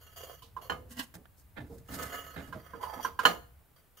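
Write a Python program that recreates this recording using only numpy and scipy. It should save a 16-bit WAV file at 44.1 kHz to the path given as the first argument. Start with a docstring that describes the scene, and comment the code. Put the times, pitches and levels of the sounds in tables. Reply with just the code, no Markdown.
"""A quiet kitchen, stereo microphone close to an open microwave oven. A hand in a silicone mitt slides
a glass flask over the glass turntable: tiny slips ring the glass, the tray rocks, knocks and grinds on
its rollers, and twice glass lands hard on glass. The tacky mitt crackles, peels and bumps as it lets go
and grips again. The metal cavity rings, with a short room reverberation and a low rumble behind it."""
import sys
import numpy as np
from scipy import signal
from scipy.fft import rfft, irfft, next_fast_len
from scipy.io import wavfile
from scipy.ndimage import map_coordinates

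SR = 44100
rng = np.random.default_rng(int(sys.argv[2]) if len(sys.argv) > 2 else 0)


def output_pcm(signal):
    """Save a mono or channel-first signal as 16-bit PCM at the path in sys.argv[1].

    Samples are clipped to [-1, 1] before scaling.
    """
    pcm = np.clip(np.atleast_2d(signal).T, -1, 1) * 32767
    wavfile.write(sys.argv[1], SR, np.round(pcm).astype(np.int16))


N = 176400
TIME = np.arange(N) / SR


def amp(db):
    return 10 ** (np.asarray(db) / 20)


def unit(x):
    return x / np.sqrt(np.mean(x ** 2) + 1e-20)


def along(points, hz):
    """Read (f/Hz, value) points on a log frequency axis."""
    f, v = np.transpose(points)
    return np.interp(np.log(hz + 1), np.log(f + 1), v)


def filtered(x, response):
    """x through a complex frequency response."""
    n = x.shape[-1]
    m = next_fast_len(n + SR // 4)
    return irfft(rfft(x, m) * response(np.fft.rfftfreq(m, 1 / SR)), m)[..., :n]


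def resonate(x, peaks):
    """x through (f/Hz, width/Hz, level/dB) resonances with deep valleys between, at rms 1."""
    def response(f):
        h = sum(amp(db) * 1j * f * w / (hz * hz - f * f + 1j * f * w) for hz, w, db in peaks)
        return h * np.sqrt(np.abs(h))
    return unit(filtered(x, response))


def colour(x, spectrum):
    """x shaped by a (f/Hz, level/dB) curve, at rms 1."""
    return unit(filtered(x, lambda f: amp(along(spectrum, f))))


def noise(n, width):
    """Stereo white noise; width is side over mid."""
    mid, side = rng.standard_normal((2, n))
    return unit(np.array([mid + width * side, mid - width * side]))


def wobble(per_s):
    """A smooth random curve, per_s knots a second."""
    return map_coordinates(rng.standard_normal(N // 20), [np.arange(N) * per_s / SR])


def swell(peak, rise, t60):
    """Climb 20 dB every rise seconds to the peak time, then decay."""
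    return amp(np.where(TIME < peak, 20 * (TIME - peak) / rise, -60 * (TIME - peak) / t60))


def dying(x, t60s):
    """Each frequency of x dies at its own speed."""
    hz, t, spectra = signal.stft(x, SR, nperseg=256)
    decay = amp(-60 * t / along(t60s, hz)[:, None])
    return signal.istft(spectra * decay, SR, nperseg=256)[1][:, :x.shape[1]]


def add(track, start, sound):
    """Mix a sound in from start seconds."""
    part = track[:, max(round(start * SR), 0):][:, :sound.shape[1]]
    part += sound[:, :part.shape[1]]


def grit(per_s, spread_db, width):
    """Stick and slip: tiny uneven slips on a bed of noise, bunched into little grabs."""
    hits = rng.random(N) < per_s / SR
    slips = hits * amp(spread_db * np.minimum(rng.exponential(size=N), 4))
    return noise(N, width) * (unit(slips) + .5) * amp(3 * wobble(per_s=70))


def crowded(x, t60):
    """x rings a crowd of close resonances, over a little of the plain sound."""
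    t = np.arange(SR // 4) / SR
    modes = noise(len(t), width=0.56) * amp(-60 * t / t60)
    ring = unit(signal.fftconvolve(x, modes, axes=1)[:, :N])
    return unit(ring + amp(-5.5) * unit(x))


# background spectra of the kitchen: f/Hz, level/dB
RUMBLE_SPECTRUM = [(20, -32), (40, -14), (70, -2), (200, -25.5), (500, -78.5)]
HISS_SPECTRUM = [(130, -15.5), (200, -24), (1200, -30.5), (6000, -44), (15500, -33.5)]
# rumble at the microphone: t/s, level/dB
RUMBLE_SWELLS = [(0, -60.5), (0.8, -55), (1.3, -66.5), (1.65, -55), (2.5, -57.5), (3.4, -56), (3.85, -73.5)]
def room_tone():
    """Behind the oven, a low rumble swells and sinks, and a faint hiss barely follows it."""
    rumble_db = np.interp(TIME, *np.transpose(RUMBLE_SWELLS))
    hiss_db = -64 + 0.033 * (rumble_db - rumble_db.mean())
    rumble = amp(rumble_db) * colour(noise(N, width=0.26), RUMBLE_SPECTRUM)
    return rumble + amp(hiss_db) * colour(noise(N, width=0.61), HISS_SPECTRUM)


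def wandering(drive, peaks, groups=4):
    """Groups of resonances come and go as the point of contact shifts."""
    out = 0
    for k in range(groups):
        group = peaks[k::groups]
        weight = np.sqrt(sum(width * amp(db) ** 3 for _, width, db in group))
        out += amp(4 * wobble(per_s=20)) * weight * resonate(drive, group)
    return unit(out)


# high glass resonances, flask at either end of its path: f/Hz, width/Hz, level/dB
GLASS_RING = [(2895, 88, 8.5), (3192, 100, 0.5), (4285, 110, 5.5), (6160, 170, 1), (6820, 150, 3.5),
              (10580, 180, -1.5), (11400, 190, 4), (11870, 560, -1.5), (13200, 230, -0.5),
              (15000, 400, 3.5)]
GLASS_RING_ACROSS = [(3173, 110, 6.5), (3566, 43, 4.5), (4710, 74, 8.5), (5840, 170, 4), (9390, 261, 5.5),
                     (12100, 360, 4), (13170, 260, 3)]
# middle and low resonances of the scrape: f/Hz, width/Hz, level/dB
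SCRAPE_MID = [(1277, 57, 2.5), (1444, 100, -0.5), (1699, 81, 0.5), (1916, 67, -10)]
SCRAPE_LOW = [(524, 160, 9), (677, 40, 10.5), (840, 49, -8), (1042, 140, 5)]
# path of the flask: t/s, way across the tray/0-1
FLASK_PATH = [(0.3, 0.21), (2.3, 0), (2.95, 0.95), (3.3, 0.84)]
# strokes, each band before its trim: start t/s, end t/s, treble level/dB, middle level/dB, low level/dB
STROKES = [(0.0, 0.401, -66.5, -67, -67.5), (0.159, 0.189, -51, -57.5, -54),
           (0.188, 0.302, -60, -78.5, -53), (0.613, 0.676, -61, -70, -53.5),
           (1.885, 2.124, -57.5, -54.5, -51.5), (1.978, 2.03, -58, -47, -48.5),
           (2.119, 2.189, -53.5, -47.5, -47.5), (2.214, 2.333, -60, -57, -57),
           (2.403, 2.811, -70, -61.5, -63), (2.81, 3.012, -58.5, -55, -50.5), (3.026, 3.031, -49, -54, -49),
           (3.231, 3.235, -50, -42.5, -41.5), (3.76, 3.756, -65, -65.5, -68.5),
           (3.969, 4.003, -61.5, -63.5, -68.5)]
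def flask_slides():
    """Close up, the flask scrapes the tray: slips ring the glass, whose pitches change as it travels."""
    power = np.zeros((3, N))
    for start, end, *levels in STROKES:
        attack = 1 - np.exp(-np.maximum(TIME - start, 0) / 0.0021)
        fade = np.exp(-np.maximum(TIME - end, 0) / 0.048)
        power += np.outer(amp(levels), attack * fade) ** 2
    treble, middle, low = np.sqrt(power)
    slips = grit(per_s=1400, spread_db=2.5, width=0.37)
    drive = crowded(slips, t60=0.12)
    across = np.interp(TIME, *np.transpose(FLASK_PATH))
    glass = np.sqrt(1 - across) * wandering(drive, GLASS_RING)
    glass += np.sqrt(across) * wandering(drive, GLASS_RING_ACROSS)
    return (amp(2) * treble * (glass + amp(-7) * drive)
            + amp(1) * middle * resonate(drive, SCRAPE_MID)
            + amp(-1.5) * low * resonate(slips, SCRAPE_LOW))


# dense ring of glass and cavity: f/Hz, level/dB
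CLATTER_SPECTRUM = [(88, -46.5), (150, -12.5), (631, -16), (1220, -3), (2310, -15), (2980, -17.5),
                    (4220, -21.5), (6860, -28.5), (8170, -29.5), (15500, -30.5)]
# its decay: f/Hz, t60/s
CLATTER_DECAY = [(150, 0.29), (500, 0.34), (1500, .16), (5000, 0.21), (15000, 0.14)]
def blow(modes, tone, rise_s, clatter_db, glass_db, glass_t60, spread_rad):
    """One contact, hardest in its first instant: modes, a dense clatter and the high ring of glass."""
    t = np.arange(SR * 3 // 4) / SR
    ring = 0
    for hz, db, t60 in modes:
        phase = np.pi * rng.integers(2) + spread_rad * rng.choice([-1, 1]) * np.array([[1], [-1]])
        ring += amp(db + rng.normal(0, 1) - 60 * t / t60) * np.sin(2 * np.pi * hz * t + phase)
    clatter = dying(colour(noise(len(t), width=0.64), CLATTER_SPECTRUM), CLATTER_DECAY)
    glass = resonate(noise(len(t), width=1.0), GLASS_RING) * amp(-60 * t / glass_t60)
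    sound = ring + amp(clatter_db) * clatter + amp(glass_db) * glass
    attack = 1 - np.exp(-t / rise_s)
    punch = 1 + 0.93 * np.exp(-t / 0.0083)
    return filtered(sound, lambda f: amp(along(tone, f))) * attack * punch


# the tray ringing alone: f/Hz, level/dB, t60/s
TRAY_MODES = [(464.5, -23, 0.3), (1028, 4, 0.055), (1412, -4, 0.08), (1595, 3, 0.059), (2980, -6.5, 0.025)]
# knocks of the tray: t/s, level/dB, bass/dB, upper modes/dB, treble/dB
TRAY_KNOCKS = [(0.421, -44, 6, -17, 15.5), (0.565, -27.5, -6, -19, -14), (2.525, -33, 5.5, -2.5, -1.5),
               (2.63, -51, -8, -13, -11), (2.734, -35.5, 13, -4.5, -11), (2.834, -28, -3, -21.5, -8),
               (3.047, -21.5, -1.5, -5.5, -7), (3.19, -20.5, -3.5, -3.5, -1.5)]
def tray_knocks():
    """The tray rocks on its rollers with dull knocks; weaker ones start more softly."""
    out = np.zeros((2, N))
    for start, db, bass, upper, treble in TRAY_KNOCKS:
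        tone = [(600, bass), (950, 0.021), (1150, 0.0099), (1450, upper), (1800, upper), (3000, treble)]
        knock = blow(TRAY_MODES, tone, rise_s=0.0034 * amp(-.4 * (db + 12.5)),
                     clatter_db=-12, glass_db=-11, glass_t60=0.027, spread_rad=0.23)
        add(out, start, amp(db) * knock)
    return out


# flask and tray ringing together: f/Hz, level/dB, t60/s
FLASK_MODES = [(481.5, -12, 0.34), (699.7, -16, 0.38), (796.5, -8, 0.23), (1026, 11, 0.037),
               (1229.4, -0.5, 0.17), (1455, 7.5, 0.06), (1673, -1.5, 0.14), (1807, -0.5, 0.079),
               (2126, -14.5, 0.24), (2860, -0.5, 0.0842), (3047, 5.5, 0.081), (4210, -4.5, 0.13),
               (5981, -17, 0.14), (7060, -15, 0.15)]
# two landings, two contacts each: t/s, level/dB, bass/dB, treble/dB
LANDINGS = [(0.697, -36.5, 9, -3), (0.719, -43.5, 8.5, -6), (3.2516, -22, 3, 1), (3.265, -34.5, 7, -6)]
def flask_landings():
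    """Glass lands hard on glass near the microphone, and both pieces ring."""
    out = np.zeros((2, N))
    for start, db, bass, treble in LANDINGS:
        tone = [(600, bass), (1000, 0.032), (1800, 0.0036), (3500, treble)]
        clunk = blow(FLASK_MODES, tone, rise_s=0.0022,
                     clatter_db=-0.5, glass_db=-15.5, glass_t60=0.33, spread_rad=0.62)
        add(out, start, amp(db) * clunk)
    return out


# thud inside the oven: f/Hz, level/dB
THUD_SPECTRUM = [(40, -13), (80, 5), (300, -2), (600, -9.5), (2500, -41.5)]
# mitt bumping the oven walls: t/s, level/dB, f/Hz, t60/s
SOFT_BUMPS = [(0.719, -48.5, 501.5, 0.85), (1.151, -44, 183, 0.26), (1.568, -46.5, 296, 0.53),
              (1.603, -36.5, 125, 0.15), (1.696, -41, 462, 0.36), (1.889, -42, 272.6, 1),
              (1.988, -44, 128, 0.4), (2.361, -38.5, 272.7, 0.34), (2.477, -48, 160.4, 0.56),
              (2.549, -32.5, 630, 0.12), (2.96, -42.5, 245, 0.21)]
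def mitt_bumps():
    """Soft contacts give a hollow note and a thud in the oven."""
    out, t = np.zeros((2, N)), np.arange(SR // 2) / SR
    attack = 1 - np.exp(-t / 0.011)
    for start, db, hz, t60 in SOFT_BUMPS:
        note = 0.81 * np.sin(2 * np.pi * hz * t)
        thud = amp(-1) * colour(noise(len(t), width=0.22), THUD_SPECTRUM)
        add(out, start, (note + thud) * amp(db - 60 * t / t60) * attack)
    return out


# the flask plucked by the mitt: f/Hz, width/Hz, level/dB
PLUCK_RING = [(1080, 120, 5), (1615, 75, 6), (1920, 68, 6), (2900, 500, 2.5), (4050, 620, -5)]
# silicone letting go: peak t/s, rise/s, t60/s, ring level/dB, air note level/dB
MITT_PEELS = [(0.915, 0.016, 0.17, -55, -50), (0.98, 0.016, 0.11, -47.5, -44.5),
              (0.9945, 0.0045, 0.117, -32.5, -39)]
def mitt_peels(flask_air_hz=245.3):
    """The mitt comes unstuck: a rasp rings the flask and the air inside the flask sounds its low note."""
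    ring = sum(amp(db) * swell(*timing) for *timing, db, _ in MITT_PEELS)
    thump = sum(amp(db) * swell(*timing) for *timing, _, db in MITT_PEELS)
    air = unit(np.sin(2 * np.pi * flask_air_hz * TIME + 1.26 * wobble(per_s=59.15)))
    return ring * resonate(noise(N, width=0.76), PLUCK_RING) + thump * air


# middle and hiss bands of rubbing silicone: f/Hz, level/dB
SILICONE_MID = [(200, 8.5), (1600, 13), (2400, 6), (3500, 4.5), (5000, -18), (10000, -56)]
SILICONE_HISS = [(1000, -56), (3000, -17), (4500, -5), (11000, -3), (15500, -2.5)]
# rubs of the mitt: peak t/s, rise/s, t60/s, relative middle level/dB, relative hiss level/dB
MITT_RUBS = [(0.923, 0.024, 0.06, -57, -43.5), (0.997, 0.04, 0.15, -45, -40),
             (1.141, .002, 0.094, -47, -45.5), (1.256, 0.0016, 0.027, -47, -66.5),
             (1.389, 0.025, 0.14, -90, -57.5), (1.576, 0.016, 0.18, -40, -66.5),
             (1.76, 0.11, 0.22, -68, -60), (1.929, 0.045, 1, -47.5, -45), (2.032, 0.008, 0.1, -40, -39.5),
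             (2.364, 0.0039, 0.24, -40.5, -61), (2.425, 0.021, 0.35, -58, -58)]
def mitt_rubs():
    """Tacky silicone drags on the flask's neck in fine crackles that bounce between the metal walls."""
    middle = sum(amp(db) * swell(*timing) for *timing, db, _ in MITT_RUBS)
    hiss = sum(amp(db) * swell(*timing) for *timing, _, db in MITT_RUBS)
    crackle = amp(2) * crowded(grit(per_s=1100, spread_db=2, width=0.6), t60=0.044)
    return middle * colour(crackle, SILICONE_MID) + hiss * colour(crackle, SILICONE_HISS)


# resonances of the turning tray: f/Hz, width/Hz, level/dB
ROLLER_RING = [(850, 70, -6), (882, 33, 3), (1000, 48, 3.5)]
def rollers(start_s=2.82, end_s=3.0):
    """The push turns the tray a little, and it grinds on its rollers."""
    outside_s = np.maximum(np.maximum(start_s - TIME, TIME - end_s), 0)
    grind = resonate(grit(per_s=1400, spread_db=2.5, width=.5), ROLLER_RING)
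    return amp(-43) * np.exp(-outside_s / 0.011) * grind


# decay of the kitchen: f/Hz, t60/s
ROOM_DECAY = [(100, 0.55), (500, 0.43), (6000, 0.31), (15000, 0.62)]
# its stereo width: f/Hz, side over mid
ROOM_WIDTH = [(100, 0.25), (1500, 1)]
def kitchen(x):
    """The room's short reverberation reaches the microphone 5 ms late, narrow in the bass."""
    mid, side = dying(rng.standard_normal((2, SR * 3 // 4)), ROOM_DECAY)
    side = filtered(side, lambda f: along(ROOM_WIDTH, f))
    tail = np.array([mid + side, mid - side])
    tail = np.pad(tail / np.linalg.norm(tail[0]), ((0, 0), (SR // 200, 0)))
    return signal.fftconvolve(x.mean(0)[None], tail, axes=1)[:, :N]


# balance at the microphone: f/Hz, left minus right level/dB
OVEN_BALANCE = [(100, -0.5), (1050, -8), (1500, -7), (2300, -6.5), (10000, 0.9)]
def oven_lean(hz):
    """Left and right gains: the oven throws its middle frequencies to the right."""
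    sides = amp(np.outer([.5, -.5], along(OVEN_BALANCE, hz)))
    return sides / sides.mean(0)


def scene():
    """The open oven close in front, the kitchen well behind it in level."""
    oven = flask_landings() + tray_knocks() + flask_slides() + rollers()
    oven += mitt_rubs() + mitt_peels() + mitt_bumps()
    return filtered(oven, oven_lean) + amp(-14.5) * kitchen(oven) + room_tone()


def record(dry, top_hz=15750):
    """The microphone signal, with nothing kept above the band limit."""
    return filtered(dry, lambda hz: hz < top_hz)


dry = scene()
out = record(dry)
output_pcm(out)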